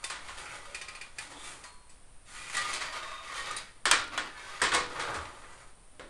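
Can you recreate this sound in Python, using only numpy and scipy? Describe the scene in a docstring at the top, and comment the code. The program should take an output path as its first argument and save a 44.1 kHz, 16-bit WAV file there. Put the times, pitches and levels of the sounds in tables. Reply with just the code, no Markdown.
"""A quiet kitchen, close to a small steel oven. A wire grill rack is being worked into it.
The rack ticks as its wires snap over the runners, scrapes along in several pushes, then knocks
and clatters home. Scraping is many tiny slips of steel on steel, and rubbed wires squeak.
Blows set the wires and the hollow sheet-metal oven ringing, over a faint rumble and hiss."""
import sys
import numpy as np
from scipy import signal
from scipy.fft import rfft, irfft, next_fast_len
from scipy.io import wavfile
from scipy.ndimage import map_coordinates

SR = 44100
rng = np.random.default_rng(int(sys.argv[2]) if len(sys.argv) > 2 else 0)


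def file_out(sig):
    """Save sig as 16-bit WAV at sys.argv[1]."""
    # one column per channel
    cols = np.atleast_2d(sig).T
    # limit, then scale
    lim = np.clip(cols, -1, 1)
    pcm = np.round(lim * 32767).astype(np.int16)
    wavfile.write(sys.argv[1], SR, pcm)


N = 268569

# The tone colour of each noise, from bass to treble: (frequency [Hz], relative level [dB])
KITCHEN_SPECTRUM = [(8, 10.5), (25, -0.5), (60, -7.5), (140, -16), (300, -21), (1000, -21), (2000, -25.5),
                    (4000, -30.5), (7000, -34), (9300, -20), (10300, -27.5), (11000, -48)]  # the room's background
SCRAPE_SPECTRUM = [(300, -29), (640, -41), (850, -26), (1100, -12.5), (1500, -1), (2100, 5), (3000, -1.5),
                   (4400, -5), (7000, -12), (11000, -87)]  # the middle range of rubbing steel
DRAG_SPECTRUM = [(70, -18.5), (130, 1.5), (220, -19.5), (300, -6), (500, 4), (800, 4), (1400, 2.5),
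                 (3000, -42)]  # its low part
HISS_SPECTRUM = [(2000, -8), (4000, -12), (6000, -4), (8000, 3.5), (9500, 6), (10700, -4.5), (12000, -24)]  # its high part
SKID_SPECTRUM = [(150, -12), (700, -19), (1500, -12), (2100, -1), (2900, -4.5), (3700, -2), (4700, 0.5),
                 (5400, -9.5), (9000, -7), (10500, -15), (12000, -45)]  # the rack's edge digging in
TICK_SPECTRUM = [(200, -17.5), (900, -9), (1500, -5.5), (1900, 2.5), (2400, 2), (3100, -5.5), (4600, -5.5),
                 (6000, -11), (9200, -6), (10500, -13), (12000, -40)]  # a wire snapping over a runner
CRACK_SPECTRUM = [(200, -32), (700, 1), (1400, 7.5), (3200, 0), (6000, -3), (9000, -1), (10500, -9.5),
                  (12000, -22)]  # the sharp start of a blow
OVEN_SPECTRUM = [(60, -18), (130, -20), (220, -21), (300, -11), (500, -10), (700, -6.5), (1100, -1),
                 (1800, 2), (2700, -6), (3600, -5.5), (6500, -11.5), (8700, -8), (10200, -22), (12000, -61)]  # the hollow oven ringing

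# How long the oven rings. A ring time (t60) is the time to fade by 60 dB.
# (frequency [Hz], ring time [s])
OVEN_RING_TIMES = [(150, 0.97), (500, 0.52), (1500, 0.36), (4000, 0.44), (9000, 0.23)]
# The natural tones of the rack's wires: (frequency [Hz], relative level [dB], ring time [s])
WIRE_TONES = [(296, -23, .4), (490, -14, .4), (552, -15, .35), (867, -10, .4), (988, -8, .6),
              (1088, 0, .33), (1140, -6, .35), (1222, -4, .5), (1350, -8, .6), (1402, -8, .6),
              (1443, -5, .42), (1493, -4.5, .4), (1628, -5, .25), (1665, -6, .36), (1798, -1, .3),
              (1853, -3, .35), (1985, -3, .3), (2168, -11, .55), (2402, -7, .32), (2562, -7, .36),
              (2917, -14, .5), (3007, -12, .4), (3119, -5, .22), (3355, -8, .32), (3641, -9.5, .38),
              (3886, -8, .3), (4097, -8, .25), (4646, -13, .34), (5426, -15, .32), (7525, -13, .24)]
# The natural tones of a runner: (frequency [Hz], relative level [dB], ring time [s])
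RUNNER_TONES = [(1061, -13, .3), (1258, -13, .4), (1663, -14, .22), (1872, -3, .16), (1975, -11, .15),
                (2340, -4, .12), (2433, 2, .16), (2545, -5, .12), (2751, -10, .16), (2923, -9, .22),
                (3450, -14, .14), (3671, -12, .15), (4328, -13, .16), (4527, -11, .16), (4700, -10, .12),
                (4860, -7, .16), (6020, -16, .15), (6551, -12, .15), (8856, -7, .15), (9080, -11, .1)]
# Tones that rubbing brings out: (frequency [Hz], width [Hz], relative level [dB])
RUBBED_TONES = [(990, 30, -9), (1115, 50, -4), (1220, 30, -1), (1380, 30, -5), (1540, 28, -5),
                (1735, 35, -5), (1858, 18, -1), (1968, 28, 0), (2167, 25, -7), (2310, 40, -7),
                (2425, 40, -6), (2585, 35, -6), (2912, 35, -10), (3108, 35, -8), (3525, 45, -8),
                (3700, 50, -10), (4270, 60, -12), (4612, 40, -12)]

# The sheet panels flex: (time [s], frequency [Hz], level [dB])
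BOOMS = [(1.332, 293, -61), (4.17, 282, -52), (5.168, 75, -47.5), (6.051, 278, -60), (6.06, 563.6, -56)]
# Rubbed wires sing: (start [s], end [s], first pitch [Hz], last pitch [Hz], width [Hz], level [dB])
SQUEAKS = [(0.36, 0.62, 1330, 1500, 160, -51), (0.42, 0.58, 2350, 2050, 300, -51),
           (0.65, 0.75, 560, 560, 20, -57), (1.3, 1.44, 900, 900, 150, -55),
           (1.33, 1.5, 3400, 3580, 240, -53), (2.38, 2.58, 2430, 2430, 60, -51),
           (2.6, 3.0, 4700, 4620, 130, -52), (2.66, 3.3, 615, 665, 45, -55),
           (2.88, 3.62, 1080, 1135, 40, -51.5), (2.88, 3.62, 1217, 1219, 28, -51),
           (2.94, 3.3, 2627, 2610, 35, -58), (2.92, 3.3, 3710, 3690, 70, -54.5),
           (3.28, 3.58, 1858, 1860, 22, -49), (3.3, 3.5, 3108, 3100, 45, -55),
           (3.3, 3.64, 3450, 3850, 250, -52), (4.26, 4.56, 1730, 1740, 35, -55.5),
           (4.3, 4.62, 1532, 1545, 30, -56.5), (4.44, 4.62, 1219, 1219, 25, -54),
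           (4.92, 5.3, 490, 470, 45, -52), (4.95, 5.3, 1135, 1120, 40, -48),
           (4.96, 5.22, 1570, 1560, 60, -48.5)]
# Pushes of the rack. A negative fade grows louder; drag and hiss are relative to the level.
# (start [s], rise [s], length [s], level [dB], fade [dB/s], drag [dB], hiss [dB])
PUSHES = [(-0.05, 0.04, 0.06, -53.5, -2, -1.5, -4), (0.154, 0.1, 0.26, -52.5, 3, -6, -4.5),
          (0.338, 0.15, 0.22, -48, 26, -3.5, -4.5), (0.527, 0.13, 0.68, -52.5, 19, -4.5, -7),
          (1.151, 0.052, 0.16, -53, 8.5, -4.5, -1.5), (1.34, 0.12, 0.18, -53.5, -1.5, -7, 2.5),
          (1.525, 0.04, 0.16, -61.5, -8, -2.5, 0), (2.25, 0.2, 0.25, -45, 0.5, -14, -2.5),
          (2.526, 0.031, 0.17, -39.5, 4, -11.5, -9), (2.687, 0.05, 0.071, -41.5, 21, -10, -8.5),
          (2.796, 0.012, 0.09, -43, 18, -10, -16), (2.92, 0.034, 0.38, -44.5, 22.5, -10, -12),
          (3.22, 0.23, 0.39, -38, 23.5, -7.5, -11), (4.11, 0.035, 0.26, -39.5, 67, -5, -17),
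          (4.314, 0.2, 0.265, -50.5, -20, -8.5, -11), (4.868, 0.15, 0.3, -43.5, 16.5, 6, -7.5),
          (5.187, 0.058, 0.45, -62, -3, 1, -3.5)]
# The rack's edge skids a short way: (start [s], length [s], level [dB], treble boost [dB])
SKIDS = [(2.54, 0.018, -44, 6), (2.563, 0.044, -38, -1), (2.726, 0.04, -35.5, 2), (2.804, 0.034, -40, -5),
         (3.35, 0.088, -47, 3.5), (3.563, 0.03, -44, 2.5), (4.734, 0.02, -34, 3), (4.995, 0.045, -43, -3)]
# Wires tick on the runners:
# (time [s], level [dB], treble boost [dB], runner's ring relative to the level [dB], rise [s])
TICKS = [(0.0395, -32, 7, -24, 0.0028), (0.099, -38.5, 6.5, -12, .002), (0.379, -54, 3, -10, .002),
         (0.454, -43.5, -2, 0, .003), (0.7454, -34, 2.5, 0.5, 0.0029), (0.8121, -36, 0.5, -0.5, 0.0041),
         (0.882, -37.5, -0.5, 1, 0.003), (0.949, -39.5, -3, 0.5, 0.0033), (1.011, -37.5, 0, 0.5, 0.0033),
         (1.1837, -34, 4, -4, .003), (1.637, -43, 2.5, -1, .004), (1.893, -52.5, 12, -8, 0.011),
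         (3.563, -39, 9, -2, .003)]
# Single wires ring on after a contact; the shortest, loudest rows are the sharp snap at the start of a blow. #
# (time [s], frequency [Hz], level [dB], ring time [s])
PINGS = [(0.041, 1070, -46.5, 0.54), (0.042, 3580, -34.5, 0.09), (0.285, 1090, -41, 0.24),
         (1.184, 1745, -36, 0.11), (1.645, 992, -53, 0.84), (1.642, 1150, -55, 0.66),
         (1.64, 3800, -65, 0.4), (1.639, 4280, -54, 0.66), (1.893, 7945, -55, 0.17),
         (2.567, 1940, -27.5, 0.26), (2.57, 1220, -31.5, 0.42), (2.547, 1970, -26, 0.036),
         (3.506, 1224, -29.5, 0.095), (3.566, 9300, -25, 0.025), (3.566, 3880, -38, 0.18),
         (3.913, 1340, -37, 0.55), (3.913, 1400, -33, 0.6), (3.913, 2401, -32, 0.47),
         (3.912, 3260, -9, 0.024), (3.912, 2210, -10, 0.013), (4.178, 1250, -38, 0.14),
         (4.177, 1464, -31, 0.1), (4.177, 3385, -27.5, 0.079), (4.616, 1650, -12.5, 0.022),
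         (4.618, 8330, -17.5, 0.024), (4.618, 1945, -23, 0.091), (4.62, 984, -31, 0.19),
         (4.74, 495, -37.5, 0.88), (4.739, 980, -34, 0.45), (4.74, 1093, -29, 0.32),
         (4.74, 2176, -30, 0.28), (4.74, 3350, -41, 0.39)]
# Hard blows that make the loose rack bounce: (time [s], level of the first bounce [dB])
RATTLES = [(3.912, -37.5), (4.618, -34), (4.741, -40.5)]
# The rack strikes the oven:
# (time [s], level [dB], crack relative to the level [dB], bass boost [dB], treble boost [dB])
KNOCKS = [(0.099, -38, -5, -1, 1.5), (0.152, -45, -6, -2, -3), (0.283, -45, 1, 1, -2),
          (1.316, -52, 4, 17.5, 6), (2.548, -42.5, 4, -15, 9), (2.569, -35.5, 8.5, -27, 4.5),
          (2.745, -43, 4, 2, 5), (2.809, -36.5, -5, -12, -1), (2.923, -43, 1, -7, 0.5),
          (3.027, -44, 3, -10, -3), (3.081, -50, 0, -6, -3), (3.111, -51, -3, -12, -1),
          (3.28, -52, -2, -8, -3), (3.341, -42, 2, -19, -3), (3.49, -49, -1, 10, -11),
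          (3.511, -43, 11, 4.5, 2.5), (3.855, -26, 9.5, 3, 0.5), (3.913, -22, 12, -2.5, 1.5),
          (4.177, -33, 12.5, 5.5, -3.5), (4.617, -27, 6.5, 9, 1.5), (4.638, -28, 7, -8, -2.5),
          (4.719, -28, 3, 5, -5.5), (4.738, -28.5, -10, 7, 3), (4.748, -36, 11.5, 12, 9.5),
          (4.904, -47, 2, 4, -6), (4.958, -39.5, 5, -1, -21), (4.995, -34.5, -2, 5, -2),
          (5.081, -42, -3, 13, -19), (5.142, -39, 1.5, 12.5, 0), (5.255, -47.5, 12.5, 1, -13),
          (5.435, -52, -6, 10, -18), (5.996, -48, 10, 17, -8)]

BOOM_WIDTH_S, PING_WIDTH_HZ = 0.061, 9
SQUEAK_SLIPS_PER_S, SCRAPE_SLIPS_PER_S, SKID_SLIPS_PER_S = 600, 2200, 550
RISE_CURVE, HISS_LEAD = 1.08, 0.77  # a push builds as time ** curve; a lead below 1 brings hiss early
RELEASE_DB_PER_S = 128.5  # how fast the sound dies after a push
JUDDER_DB, JUDDER_PER_S = 1.2, 85
SNAGS_PER_S, SNAG_S, SNAG_DEPTH = 30, 0.009, 1.1
BOUNCE_GAP_S, BOUNCE_LOSS_DB, BOUNCE_T60_S = 0.028, 1.5, 0.031
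TICK_T60_S, CRACK_T60_S, KNOCK_RISE_S = 0.052, 0.026, 0.0018
TOP_HZ = 12050


def amp(db):
    """Turn decibels into a number to multiply a sound by."""
    return 10 ** (np.asarray(db) / 20)


def unit(x):
    """Scale a sound so that its average strength (rms) is 1."""
    return x / np.sqrt(np.mean(x ** 2) + 1e-20)


def value_at(points, hz):
    """Read between the rows of a (frequency, value) table, on a log frequency scale."""
    frequencies, values = np.transpose(points)
    return np.interp(np.log(hz + 1), np.log(frequencies + 1), values)


def filtered(x, response):
    """Turn each frequency of a sound up or down by response(hz)."""
    size = next_fast_len(len(x) + SR // 2)
    return irfft(rfft(x, size) * response(np.fft.rfftfreq(size, 1 / SR)), size)[:len(x)]


def coloured(x, spectrum):
    """Give a sound a tone colour, at strength 1."""
    return unit(filtered(x, lambda hz: amp(value_at(spectrum, hz))))


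def bass_and_treble(x, bass_db, treble_db, bass_hz=650, treble_hz=5000):
    """Tone controls: a heavy contact adds bass, a hard one adds treble."""
    def response(hz):
        bass_share = 1 / (1 + (hz / bass_hz) ** 4)
        treble_share = 1 - 1 / (1 + (hz / treble_hz) ** 4)
        return amp(bass_db * bass_share + treble_db * treble_share)
    return filtered(x, response)


def wobble(rate):
    """A smooth curve through `rate` random values a second."""
    values = rng.standard_normal(int(N * rate / SR) + 4)
    return map_coordinates(values, [np.arange(N) * rate / SR])


def arch(progress):
    """A rounded rise and fall as progress goes from 0 to 1."""
    return np.sqrt(np.abs(np.sin(np.pi * np.clip(progress, 0, 1))))


def add(track, time, sound):
    """Mix a sound into the track at a time in seconds."""
    start = max(0, round(time * SR))
    track[start:start + len(sound)] += sound[:N - start]


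def slips(rate, spread_db):
    """Friction: tiny slips at random moments and of uneven size."""
    happens = rng.random(N) < rate / SR
    return happens * rng.choice([-1, 1], N) * amp(spread_db * rng.standard_normal(N))


def oven_ring(spectrum):
    """The hollow oven rings at so many pitches that it sounds like noise; the bass lasts longest."""
    noise = coloured(rng.standard_normal(SR), spectrum)
    hz, t, bands = signal.stft(noise, SR, nperseg=256)
    fade = amp(-60 * t / value_at(OVEN_RING_TIMES, hz)[:, None])
    return signal.istft(bands * fade, SR, nperseg=256)[1][:SR]


def steel_ring(tones, scatter_db):
    """Struck steel rings with its natural tones, in a new mix each time."""
    hz, db, t60 = np.transpose(tones)[:, :, None]
    t = np.arange(SR) / SR
    gain = amp(db + scatter_db * rng.standard_normal(hz.shape))
    phase = rng.uniform(0, 2 * np.pi, hz.shape)
    waves = gain * amp(-60 * t / t60) * np.sin(2 * np.pi * hz * t + phase)
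    return np.sum(waves, axis=0) / np.linalg.norm(gain)


def kitchen():
    """The background: a low, unsteady rumble and a thin, steady hiss."""
    air = coloured(rng.standard_normal(N), KITCHEN_SPECTRUM)
    rumble = filtered(air, lambda hz: hz < 300)
    hiss = air - rumble
    return amp(-52.0 + 1.36 * wobble(3.925)) * rumble + amp(-53.0) * hiss


def booms():
    """A flexing panel booms: a soft swell of noise around one low pitch."""
    out, t = np.zeros(N), np.arange(N) / SR
    for time, hz, db in BOOMS:
        phase = 2 * np.pi * hz * t
        tone = wobble(hz / 4) * np.cos(phase) + wobble(hz / 4) * np.sin(phase)
        swell = np.exp(-0.5 * ((t - time) / BOOM_WIDTH_S) ** 2)
        out += amp(db) * swell * tone
    return out


def squeak(start, end, from_hz, to_hz, width_hz, db):
    """Slips keep one gliding tone of a wire going: a narrow one sings, a wide one rasps."""
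    t = np.arange(N) / SR
    pitch_hz = np.interp(t, [start, end], [from_hz, to_hz])
    phase = 2 * np.pi * np.cumsum(pitch_hz) / SR
    # Shift the pitch down to 0 Hz, smooth twice, shift back: only sound near the pitch is left.
    kicks = slips(SQUEAK_SLIPS_PER_S, spread_db=3) * np.exp(-1j * phase)
    swing = signal.lfilter([1], [1, -np.exp(-np.pi * width_hz / SR)], kicks)
    swing = signal.lfilter([1], [1, -np.exp(-5 * np.pi * width_hz / SR)], swing)
    tone = unit(np.real(swing * np.exp(1j * phase)))
    return amp(db) * arch((t - start) / (end - start)) * tone


def push_shape(start, rise, length, fade_db_per_s, curve):
    """The loudness of one push: it builds, fades or grows while it lasts, then dies away."""
    t = np.maximum(np.arange(N) / SR - start, 0)
    fade_db = fade_db_per_s * np.minimum(t, length) + RELEASE_DB_PER_S * np.maximum(t - length, 0)
    return np.minimum(t / rise, 1) ** curve * amp(-fade_db)


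def pushes():
    """Loudness curves for scrape, drag and hiss; a light touch hisses before the full weight scrapes."""
    scrape, drag, hiss = np.zeros((3, N))
    for start, rise, length, db, fade, drag_db, hiss_db in PUSHES:
        pressure = push_shape(start, rise, length, fade, RISE_CURVE)
        scrape += amp(db) * pressure
        drag += amp(db + drag_db) * pressure
        hiss += amp(db + hiss_db) * push_shape(start, rise, length, fade, RISE_CURVE * HISS_LEAD)
    return scrape, drag, hiss


def friction_force():
    """The rack judders, and now and then it snags and lets go with a jerk."""
    snags = np.abs(slips(SNAGS_PER_S, spread_db=1.7))
    jerks = signal.lfilter([1], [1, -np.exp(-1 / (SNAG_S * SR))], snags)
    return (1 + SNAG_DEPTH * jerks) * amp(JUDDER_DB * wobble(JUDDER_PER_S))


def rubbed_ring(grains, drift_db):
    """Rubbed steel rings; the energy wanders among its tones as the contact point moves."""
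    out, power = np.zeros((2, N))
    for centre, width, db in RUBBED_TONES:
        gain = amp(db + drift_db * wobble(9))
        tone = filtered(grains, lambda hz: 1j * hz * width / (centre ** 2 - hz * hz + 1j * hz * width))
        out += gain * tone
        power += gain ** 2 * width
    return unit(out / np.sqrt(power))


def scraping():
    """Slips of steel on steel shake the wires and panels and echo inside the oven."""
    scrape_gain, drag_gain, hiss_gain = pushes()
    grains = slips(SCRAPE_SLIPS_PER_S, spread_db=4) * friction_force()
    echo = oven_ring([(100, 0.0097), (12000, 0)])  # starts out even from bass to treble
    rub = unit(grains) + amp(4.5) * unit(signal.fftconvolve(grains, echo)[:N])
    scrape = amp(-3) * coloured(rub, SCRAPE_SPECTRUM) + amp(-4) * rubbed_ring(grains, drift_db=4.5)
    drag = amp(1.5) * coloured(rub, DRAG_SPECTRUM)
    hiss = amp(-1) * coloured(rub, HISS_SPECTRUM)
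    return scrape_gain * scrape + drag_gain * drag + hiss_gain * hiss


def skids():
    """The rack's edge digs in: a gritty, bright burst of hard slips with a brief echo from the oven."""
    bursts, t = np.zeros(N), np.arange(N) / SR
    for start, length, db, treble_db in SKIDS:
        burst = arch((t - start) / length) * unit(slips(SKID_SLIPS_PER_S, spread_db=3))
        bursts += amp(db) * bass_and_treble(burst, 0, treble_db)
    grit = coloured(rng.standard_normal(SR), SKID_SPECTRUM) * amp(-60 * t[:SR] / 0.012)
    one_slip = grit + amp(-17.5) * oven_ring(SKID_SPECTRUM)
    return signal.fftconvolve(bursts, one_slip / np.linalg.norm(one_slip))[:N]


def ticks():
    """A wire snaps over a runner: a short chatter, the runner's ring and a faint echo from the oven."""
    out, t = np.zeros(N), np.arange(SR) / SR
    chatter = coloured(rng.standard_normal(SR), TICK_SPECTRUM) * amp(3 - 60 * t / TICK_T60_S)
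    echo = amp(-8.5) * oven_ring(TICK_SPECTRUM)
    for time, db, treble_db, ring_db, rise in TICKS:
        tick = chatter + echo + amp(ring_db) * steel_ring(RUNNER_TONES, scatter_db=4.5)
        fade_in = 1 - np.exp(-t / rise)
        add(out, time, amp(db) * bass_and_treble(tick * fade_in, 0, treble_db))
    return out


def pings():
    """One thin, slightly unsteady tone: a plucked wire ringing on, or, when very short, the snap of a blow."""
    out, t = np.zeros(N), np.arange(SR) / SR
    fade_in = 1 - np.exp(-t / 0.0014)
    for time, hz, db, t60 in PINGS:
        waver = np.cumsum(rng.standard_normal(SR)) * np.sqrt(2 * np.pi * PING_WIDTH_HZ / SR)
        tone = np.sin(2 * np.pi * hz * t + waver)
        add(out, time, amp(db - 60 * t / t60) * tone * fade_in)
    return out


def rattles(bounces):
    """After a hard blow the loose rack bounces unevenly on its runners, softer each time."""
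    out, t = np.zeros(N), np.arange(SR // 4) / SR
    for time, db in RATTLES:
        gaps = BOUNCE_GAP_S * rng.uniform(0.6, 1.4, bounces)
        for bounce, delay in enumerate(np.cumsum(gaps)):
            clink = coloured(rng.standard_normal(len(t)), CRACK_SPECTRUM) * amp(-60 * t / BOUNCE_T60_S)
            add(out, time + delay, amp(db - bounce * BOUNCE_LOSS_DB) * clink)
    return out


def knocks():
    """Steel hits steel with a click and a crack, then the wires and the hollow oven ring."""
    out, t = np.zeros(N), np.arange(SR) / SR
    click = np.sin(2 * np.pi * 3100 * t) * amp(-4 - 60 * t / 0.005)
    fade_in = 1 - np.exp(-t / KNOCK_RISE_S)
    for time, db, crack_db, bass_db, treble_db in KNOCKS:
        crack = coloured(rng.standard_normal(SR), CRACK_SPECTRUM) * amp(-2.5 - 60 * t / CRACK_T60_S)
        oven = amp(0.66) * oven_ring(OVEN_SPECTRUM)
        wires = amp(0.3) * steel_ring(WIRE_TONES, scatter_db=3)
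        blow = amp(crack_db) * (click + crack) + (oven + wires) * fade_in
        add(out, time, amp(db) * bass_and_treble(blow, bass_db, treble_db))
    return out


def scene():
    """Add the rack, the oven and the kitchen together in one channel."""
    sliding = scraping() + skids() + sum(squeak(*row) for row in SQUEAKS)
    clatter = knocks() + rattles(bounces=6) + ticks() + pings()
    return (sliding + clatter + booms() + kitchen())[None]


def record(dry):
    """Cut away the very highest treble, above TOP_HZ."""
    return np.array([filtered(x, lambda hz: 1 / (1 + (hz / TOP_HZ) ** 100)) for x in dry])


dry = scene()
out = record(dry)
file_out(out)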